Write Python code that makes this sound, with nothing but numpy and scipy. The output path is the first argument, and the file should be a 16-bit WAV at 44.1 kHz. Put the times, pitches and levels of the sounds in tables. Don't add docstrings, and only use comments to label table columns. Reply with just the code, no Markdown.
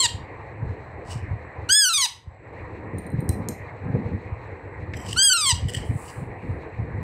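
import sys
import numpy as np
from scipy import signal
from scipy.fft import rfft, irfft, next_fast_len
from scipy.io import wavfile
from scipy.ndimage import uniform_filter1d

SR = 44100
rng = np.random.default_rng(int(sys.argv[2]) if len(sys.argv) > 2 else 0)


def pcm_store(signal):
    levels = np.round(np.clip(np.atleast_2d(signal), -1, 1) * 32767)
    wavfile.write(sys.argv[1], SR, levels.astype(np.int16).T)


N = 310009
TIME = np.arange(N) / SR
CUTOFF_HZ = 15650

# start_s, break_s, end_s, crest_hz, break_hz, fall_octaves_per_s, step_s
SQUAWKS = [(-.3, -.167, .072, 1650, 1590, 3.19, .04), (1.688, 1.85, 2.068, 1712, 1560, 3.35, .0422),
           (5.16, 5.294, 5.532, 1638, 1579, 3.0, .0402)]
# time_s, level_db, fundamental_share_db, shrill_share_db
FORCE_FIRST = [(0.0, -13, -17, -1), (0.024, -22, -15.5, -6.5), (0.058, -17, -10.5, -4.5),
               (0.072, -33.5, -13.5, -13)]
FORCE_SECOND = [(1.69, -26.5, -7.5, -10.5), (1.7, -18.5, -3, -14.5), (1.726, -14, -14.5, -3.5),
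                (1.838, -16, -10.5, -6.5), (1.918, -24, -4, -8), (1.96, -18, -29, -6),
                (1.986, -21, -11, -7), (2.046, -19, -16.5, -8), (2.066, -27, -1.5, -14)]
FORCE_THIRD = [(5.162, -30, 0, -12), (5.19, -15.5, -10, -6), (5.292, -14, -25.5, -1),
               (5.306, -20.5, -1.5, -8), (5.326, -14, -17, -4.5), (5.338, -18.5, -4.5, -4.5),
               (5.4, -24, -11, -4.5), (5.514, -17, -12.5, -3.5), (5.53, -29, 1.5, -16)]
# freq_hz, gain_db
THROAT_OPEN = [(2200, -21.5), (3100, -9.5), (3750, -16.5), (4250, -8.5), (5200, -22.5), (6400, -25),
               (7500, -14), (8500, -24.5), (10000, -42.5), (15000, -52.5)]
THROAT_STRETCHED = [(2300, -23.5), (3200, -23), (3850, -13.5), (4400, -21.5), (5050, -17.5), (5500, -31.5),
                    (6000, -16), (6750, -22.5), (7400, -38.5), (8150, -17), (10300, -40), (11600, -37.5),
                    (12800, -50.5), (15000, -42)]
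THROAT_UPRIGHT = [(2400, -22.5), (3200, -14.5), (4200, -15.5), (4850, -14), (5600, -26), (6300, -15.5),
                  (7000, -37), (7900, -19.5), (8800, -29.5), (9600, -40.5), (10400, -52), (11300, -48.5),
                  (12300, -52.5), (14700, -51.5)]
# start_s, level_db, hold_s
CROAKS = [(5.063, -42, .006), (5.111, -40, .004), (5.126, -31, .007), (5.683, -35, .021),
          (5.734, -32, .004), (5.744, -27, .009), (5.764, -35, .011)]
# freq_hz, gain_db
CROAK_COLOUR = [(880, -51), (1500, -20), (1920, 0), (2090, -12.5), (2640, -30.5), (2830, -1), (2970, 5.5),
                (3870, -24), (4890, -10.5), (6750, -21), (7820, -4), (9420, -17), (10300, -27.5),
                (11100, -26), (15500, -30.5)]
# start_s, peak_db, centre_hz, decay_s
TICKS = [(2.986, -49, 7650, .002), (3.292, -13, 8800, 0.0004), (3.4867, -17, 6840, 0.0011),
         (3.4922, -32, 7500, .003), (3.951, -22, 440, 0.0068), (4.057, -26, 446, 0.0068),
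         (4.9358, -26.5, 1950, 0.0065)]
# start_s, level_db
SPOON_TAPS = [(2.984, -45), (3.066, -54), (3.102, -58), (3.118, -56), (3.2052, -50), (3.294, -40),
              (3.4876, -39)]
# freq_hz, gain_db, t60_s
SPOON_MODES = [(4050, -5, .06), (8550, 1, .04), (8980, 2, .055), (11700, -2, .04), (13600, -7, .04),
               (15300, -18, .03)]
# time_s, level_db
SCRAPE_LEVEL = [(4.93, -74), (4.955, -54.5), (4.972, -41.5), (4.985, -55), (5.003, -48), (5.04, -55),
                (5.14, -44), (5.17, -73)]
# centre_hz, width_hz, gain_db
SCRAPE_MODES = [(3070, 180, 0), (5100, 240, -3), (5830, 180, 0), (7750, 400, 4), (11000, 4000, -6)]
# start_s, peak_s, end_s, peak_db
SCUFFS = [(1.049, 1.119, 1.197, -41.5), (5.014, 5.105, 5.23, -40.5), (5.574, 5.756, 5.91, -46.5),
          (5.973, 6.101, 6.135, -48.5)]
# time_s, level_db
SLEEVE_LEVEL = [(5.85, -54), (5.916, -59.5), (6.002, -49.5), (6.078, -50.5), (6.198, -57.5), (6.324, -83),
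                (6.508, -70.5), (6.688, -87), (6.7, -84.5)]
# freq_hz, gain_db
SCUFF_COLOUR = [(1650, -42.5), (2800, -4), (2970, -2.5), (3140, -16.5), (3280, -17), (4960, -8),
                (6710, -15), (7960, -7), (11200, -31.5), (14100, -33.5), (15500, -32.5)]
SLEEVE_COLOUR = [(3530, -21), (6000, -17), (6140, -13), (7090, -8), (7740, 2.5), (9400, -1.5), (11800, -16),
                 (15500, -14)]
# start_s, relative_db, pitch_hz
BUMPS = [(0.14, -21, 83), (0.625, -14.5, 99), (1.156, -16.5, 96), (1.227, -19.5, 90), (1.306, -14, 82.6),
         (1.328, -14.5, 101), (1.58, -23, 91), (2.27, -22, 82.5), (3.134, -15, 135), (3.183, -11, 131),
         (3.29, -9, 94), (3.895, -17, 124), (3.938, -8.5, 125), (3.983, -19, 195), (4.135, -17.5, 85),
         (4.318, -15, 85), (4.822, -19, 85.5), (4.946, -18.5, 91), (5.524, -11, 90), (5.648, -9.5, 127),
         (5.661, -18, 90), (5.765, -15, 102), (5.889, -14, 103), (5.951, -14, 119), (6.175, -21, 110),
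         (6.215, -19, 142), (6.496, -14, 91)]
# start_s, end_s, rumble_db, rub_db
SHUFFLES = [(.1, 0.19, -40, -46), (0.622, 0.706, -32, -44.5), (0.935, 1.367, -40, -51),
            (1.633, 1.66, -43, -49), (2.708, 3.1, -41, -43.5), (2.933, 2.982, -39.5, -35),
            (3.13, 3.486, -36, -33.5), (3.837, 4.153, -33.5, -34), (3.952, 3.963, -31, -26.5),
            (4.8, 5.206, -36, -43.5), (5.09, 5.15, -37.5, -43), (5.439, 5.831, -32, -41.5),
            (5.646, 5.713, -23, -44), (5.885, 5.912, -31.5, -36.5), (6.16, 6.288, -38.5, -46),
            (6.441, 6.514, -31, -39.5), (6.791, 7.036, -29.5, -39.5)]
# freq_hz, gain_db
RUMBLE_COLOUR = [(20, -30), (35, -12), (55, -5.5), (75, 2.5), (105, 5.5), (135, -4), (200, -16), (280, -21)]
RUB_COLOUR = [(160, 7), (230, 4), (310, 0.5), (390, -4), (490, -3.5), (600, -16), (760, -20)]
AIR_COLOUR = [(290, 3), (390, 1), (490, 6), (600, -2.5), (800, -0.5), (1050, -3), (1400, -13.5),
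              (1900, -4.5), (2450, -13), (3000, -31), (3500, -34), (4100, -25), (4900, -44), (7900, -44),
              (9000, -57), (15500, -54.5)]
# time_s, gain_db
LULL = [(1.69, 4), (1.75, -13.5), (2.0, -8.5), (2.12, -12.5), (2.22, -17.5), (2.3, -10), (2.42, -10),
        (2.47, -2.5), (2.53, -1.5)]
# freq_hz, t60_s
ROOM_T60 = [(800, .4), (3000, 0.34), (8000, 0.23), (15000, .28)]


def squawk(call, force, throat, throb_hz=270, flutter_db=2.6, rolloff_db=.7):
    quiver, jitter, lurch, shimmer, rasp = .003, .006, .015, .65, .28
    start_s, _, end_s, *_ = call
    t = np.arange(max(start_s, 0), end_s, 1 / SR)
    n = len(t)
    pitch_hz, rough = syrinx(t, *call)
    level_db, fundamental_db, shrill_db = in_time(force, t)
    pitch_hz = uniform_filter1d(pitch_hz, size=200) * (1 + quiver * wobble(76, n))
    throb = np.sin(2 * np.pi * np.cumsum(throb_hz * (1 + .25 * wobble(49, n))) / SR)
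    bend = rough * (lurch * throb + jitter * wobble(290, n))
    phase = 2 * np.pi * np.cumsum(pitch_hz * (1 + bend)) / SR
    k = np.arange(1, 19)[:, None]
    partial_hz = k * pitch_hz
    sway = np.array([wobble(30, n) + 2 * rough * wobble(150, n) for _ in k])
    gain = from_db(at_hz(throat, partial_hz) + flutter_db * sway - rolloff_db * np.maximum(k - 10, 0))
    gain *= np.clip((CUTOFF_HZ - partial_hz) / 400, 0, 1)
    shrill = np.clip((partial_hz - 7000) / 400, 0, 1)
    bands = [k == 1, (k > 1) * (1 - shrill), shrill]
    low, high = from_db(fundamental_db) ** 2, from_db(shrill_db) ** 2
    shares = [low, np.clip(1 - low - high, .25, 1), high]
    gain = sum(gain * band * np.sqrt(share / np.sum((gain * band) ** 2, axis=0))
               for band, share in zip(bands, shares))
    gain *= 1 + shimmer * rough * throb * np.minimum(k / 4, 1)
    tone = np.sqrt(2) * np.sum(gain * np.sin(k * phase + rng.uniform(0, 2 * np.pi, k.shape)), axis=0)
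    puffs = coloured(rng.standard_normal(n) * (1 + np.cos(phase)), throat)
    airy = np.clip(rasp * rough ** 2 + .5 * rough ** 6, 0, .9)
    fade = np.clip(np.minimum(t - t[0], t[-1] - t) / .004, 0, 1)
    envelope = from_db(level_db + .6 * wobble(45, n)) * fade
    out = np.zeros(N)
    add(out, t[0], envelope * (np.sqrt(1 - airy ** 2) * tone + airy * puffs))
    return out


def syrinx(t, start_s, break_s, end_s, crest_hz, break_hz, fall_octaves_per_s, step_s):
    scoop_s, lift_s, step_fade_s, droop_s = .048, .016, .18, .016
    step_octaves, droop_octaves = .05, .16
    rough_clear, rough_broken, rough_per_s, rough_step = .03, .23, .75, .17
    catch_s, collapse_s = .011, .015
    crest_s = start_s + .075
    scoop = .16 * np.maximum(1 - (t - start_s) / scoop_s, 0) ** 2
    lift = .038 * np.clip((crest_s - t) / lift_s, 0, 1)
    sag_hz = (crest_hz - break_hz) * np.clip((t - crest_s) / (break_s - crest_s), 0, 1) ** 2
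    arch_hz = crest_hz * (1 - scoop - lift) - sag_hz
    falling_s = np.maximum(t - break_s, 0)
    step_phase = 2 * np.pi * falling_s / step_s
    steps = step_octaves * np.exp(-falling_s / step_fade_s) * np.sin(step_phase)
    droop = droop_octaves * np.exp((t - end_s) / droop_s)
    pitch_hz = arch_hz * 2 ** -(fall_octaves_per_s * falling_s + steps + droop)
    broken = rough_broken + rough_per_s * falling_s + rough_step * np.cos(step_phase)
    edges = np.exp((start_s - t) / catch_s) + np.exp((t - end_s) / collapse_s)
    return pitch_hz, np.clip(rough_clear + np.minimum(step_phase, 1) * broken + edges, 0, 1)


def croaks(flap_hz=330, attack_s=.00095, decay_s=.0017):
    flap_cycle = np.cumsum(flap_hz * (1 + .36 * wobble(200, N))) / SR % 1
    grain = coloured(rng.standard_normal(N) * np.exp(-3.5 * flap_cycle), CROAK_COLOUR)
    envelope, t = np.zeros(N), TIME[:SR // 10]
    for start_s, level_db, hold_s in CROAKS:
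        shape = np.minimum(t / attack_s, 1) * np.exp(-np.maximum(t - hold_s, 0) / decay_s)
        add(envelope, start_s, from_db(level_db) * shape)
    return grain * envelope


def ticks(edge_ratio=1.1):
    out, t = np.zeros(N), TIME[:SR // 15]
    for start_s, peak_db, hz, decay_s in TICKS:
        burst = rng.standard_normal(len(t)) * np.exp(-t / decay_s)
        body = bandpass(burst, hz / edge_ratio, min(hz * edge_ratio, CUTOFF_HZ), order=1)
        contact = signal.butter(2, min(3 * hz, CUTOFF_HZ), fs=SR, output="sos")
        snap = signal.sosfilt(contact, body)
        add(out, start_s, from_db(peak_db) * snap / np.abs(snap).max())
    return out


def spoon_taps(scatter_db=4.5):
    out = np.zeros(N)
    tap_s, tap_db = np.transpose(SPOON_TAPS)
    for hz, gain_db, t60_s in SPOON_MODES:
        strike_db = tap_db + gain_db + scatter_db * rng.standard_normal(len(tap_s))
        clicks = np.zeros(N)
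        clicks[(tap_s * SR).astype(int)] = from_db(strike_db)
        out += ring(clicks, hz, t60_s)
    return out


def spoon_scrape():
    friction = rng.standard_normal(N) * from_db(3 * wobble(70, N))
    body = sum(from_db(gain_db) * rms_one(bandpass(friction, hz - width_hz / 2, hz + width_hz / 2))
               for hz, width_hz, gain_db in SCRAPE_MODES)
    return gain_curve(SCRAPE_LEVEL) * rms_one(body)


def brushing(edge_db=24, grain_db=2.5, sleeve_db=-2):
    swell = sum(gain_curve([(start_s, db - edge_db), (peak_s, db), (end_s, db - edge_db)])
                for start_s, peak_s, end_s, db in SCUFFS)
    scuffs = swell * noise(SCUFF_COLOUR) * from_db(grain_db * wobble(180, N))
    sleeve = gain_curve(SLEEVE_LEVEL) * from_db(sleeve_db) * noise(SLEEVE_COLOUR)
    return scuffs + sleeve


def floor_bumps(swing_tau_s=.0036, gain_db=-3, highpass_hz=58):
    out, t = np.zeros(N), TIME[:SR // 8]
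    swing = (t / swing_tau_s) ** 2 * np.exp(-t / swing_tau_s)
    swing /= swing.max()
    for start_s, relative_db, pitch_hz in BUMPS:
        tone = np.sin(2 * np.pi * (pitch_hz * t + rng.random()))
        add(out, start_s, from_db(relative_db + gain_db) * swing * tone)
    return signal.sosfilt(signal.butter(3, highpass_hz, "high", fs=SR, output="sos"), out + 1e-18)


def shuffling(dip_db, rumble_rest_db=-41, rub_rest_db=-56, attack_s=.013, release_s=.049):
    rumble_power, rub_power = from_db(rumble_rest_db) ** 2, from_db(rub_rest_db) ** 2
    for start_s, end_s, rumble_db, rub_db in SHUFFLES:
        before_s, after_s = np.maximum(start_s - TIME, 0), np.maximum(TIME - end_s, 0)
        envelope = np.exp(-before_s / attack_s - after_s / release_s)
        rumble_power += (from_db(rumble_db) * envelope) ** 2
        rub_power += (from_db(rub_db) * envelope) ** 2
    rumble = from_db(2.95 * wobble(13, N) + .77 * dip_db) * noise(RUMBLE_COLOUR)
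    rub = from_db(2.4 * wobble(40, N) + dip_db) * noise(RUB_COLOUR)
    return np.sqrt(rumble_power) * rumble + np.sqrt(rub_power) * rub


def room_echo(x, build_s=.025):
    t, edges_hz, tail = TIME[:SR * 2 // 3], np.geomspace(500, CUTOFF_HZ, 8), 0
    for low, high in zip(edges_hz, edges_hz[1:]):
        t60_s = at_hz(ROOM_T60, np.sqrt(low * high))
        tail += bandpass(rng.standard_normal(len(t)), low, high) * from_db(-60 * t / t60_s)
    tail *= np.minimum(t / build_s, 1)
    return signal.fftconvolve(x, tail / np.sqrt(np.sum(tail ** 2)))[:N]


def room_noise(dip_db, level_db=-41, waver_db=2.5):
    edges_hz = [250, 560, 850, 1300, 1800, 2300, 3000, CUTOFF_HZ]
    bands = sum(bandpass(rng.standard_normal(N), low, high) * from_db(waver_db * wobble(7, N))
                for low, high in zip(edges_hz, edges_hz[1:]))
    return from_db(level_db + dip_db) * coloured(bands, AIR_COLOUR)


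def whine(pitch_hz=7730, level_db=-80.5, t60_s=.014):
    narrow = ring(rng.standard_normal(N), pitch_hz, t60_s)
    return from_db(level_db) * rms_one(ring(narrow, pitch_hz, t60_s))


def ducking_db(x, threshold_db, response_s, slope=.98):
    level_db = 10 * np.log10(np.maximum(uniform_filter1d(x ** 2, size=400), 1e-12))
    pole = np.exp(-1 / (response_s * SR))
    return signal.lfilter([1 - pole], [1, -pole], slope * np.maximum(level_db - threshold_db, 0))


def from_db(db):
    return 10 ** (np.asarray(db) / 20)


def rms_one(x):
    return x / np.sqrt(np.mean(x ** 2) + 1e-20)


def in_time(rows, t):
    time_s, *columns = np.transpose(rows)
    return [np.interp(t, time_s, column) for column in columns]


def gain_curve(rows):
    return from_db(np.interp(TIME, *np.transpose(rows), -np.inf, -np.inf))


def at_hz(points, hz):
    freq_hz, value = np.transpose(points)
    return np.interp(np.log(hz + 1e-3), np.log(freq_hz), value)


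def bandpass(x, low_hz, high_hz, order=2):
    return signal.sosfilt(signal.butter(order, [low_hz, high_hz], "band", fs=SR, output="sos"), x)


def coloured(x, spectrum, skirt_db_per_octave=40):
    size = next_fast_len(len(x))
    hz = np.arange(size // 2 + 1) * SR / size + .0015
    outside_octaves = np.abs(np.log2(hz / np.clip(hz, spectrum[0][0], spectrum[-1][0])))
    gain = from_db(at_hz(spectrum, hz) - skirt_db_per_octave * outside_octaves)
    return rms_one(irfft(rfft(x, size) * gain, size)[:len(x)])


def noise(spectrum):
    return coloured(rng.standard_normal(N), spectrum)


def wobble(hz, size):
    run_in = SR // 4
    lowpass = signal.butter(2, hz, fs=SR, output="sos")
    return rms_one(signal.sosfilt(lowpass, rng.standard_normal(size + run_in))[run_in:])


def ring(x, hz, t60_s):
    r, w = from_db(-60 / (t60_s * SR)), 2 * np.pi * hz / SR
    return signal.lfilter([0, np.sin(w)], [1, -2 * r * np.cos(w), r * r], x + 1e-18)


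def add(out, start_s, sound):
    i = max(round(start_s * SR), 0)
    out[i:i + len(sound)] += sound[:N - i]


def scene():
    forces = FORCE_FIRST, FORCE_SECOND, FORCE_THIRD
    throats = THROAT_OPEN, THROAT_STRETCHED, THROAT_UPRIGHT
    chick = sum(squawk(call, force, throat) for call, force, throat in zip(SQUAWKS, forces, throats))
    small = croaks() + ticks() + spoon_taps() + brushing() + spoon_scrape()
    direct = chick + small
    echo_db = -14 - ducking_db(direct, threshold_db=-28, response_s=.0051)
    echo = from_db(echo_db) * room_echo(chick + from_db(3) * small)
    lull_db = np.interp(TIME, *np.transpose(LULL), 0, 0)
    dip_db = lull_db - ducking_db(direct, threshold_db=-31.5, response_s=.088)
    return (direct + echo + floor_bumps() + shuffling(dip_db) + room_noise(dip_db) + whine())[None]


def record(dry):
    return signal.sosfilt(signal.ellip(12, .1, 80, CUTOFF_HZ, fs=SR, output="sos"), dry)


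dry = scene()
out = record(dry)
pcm_store(out)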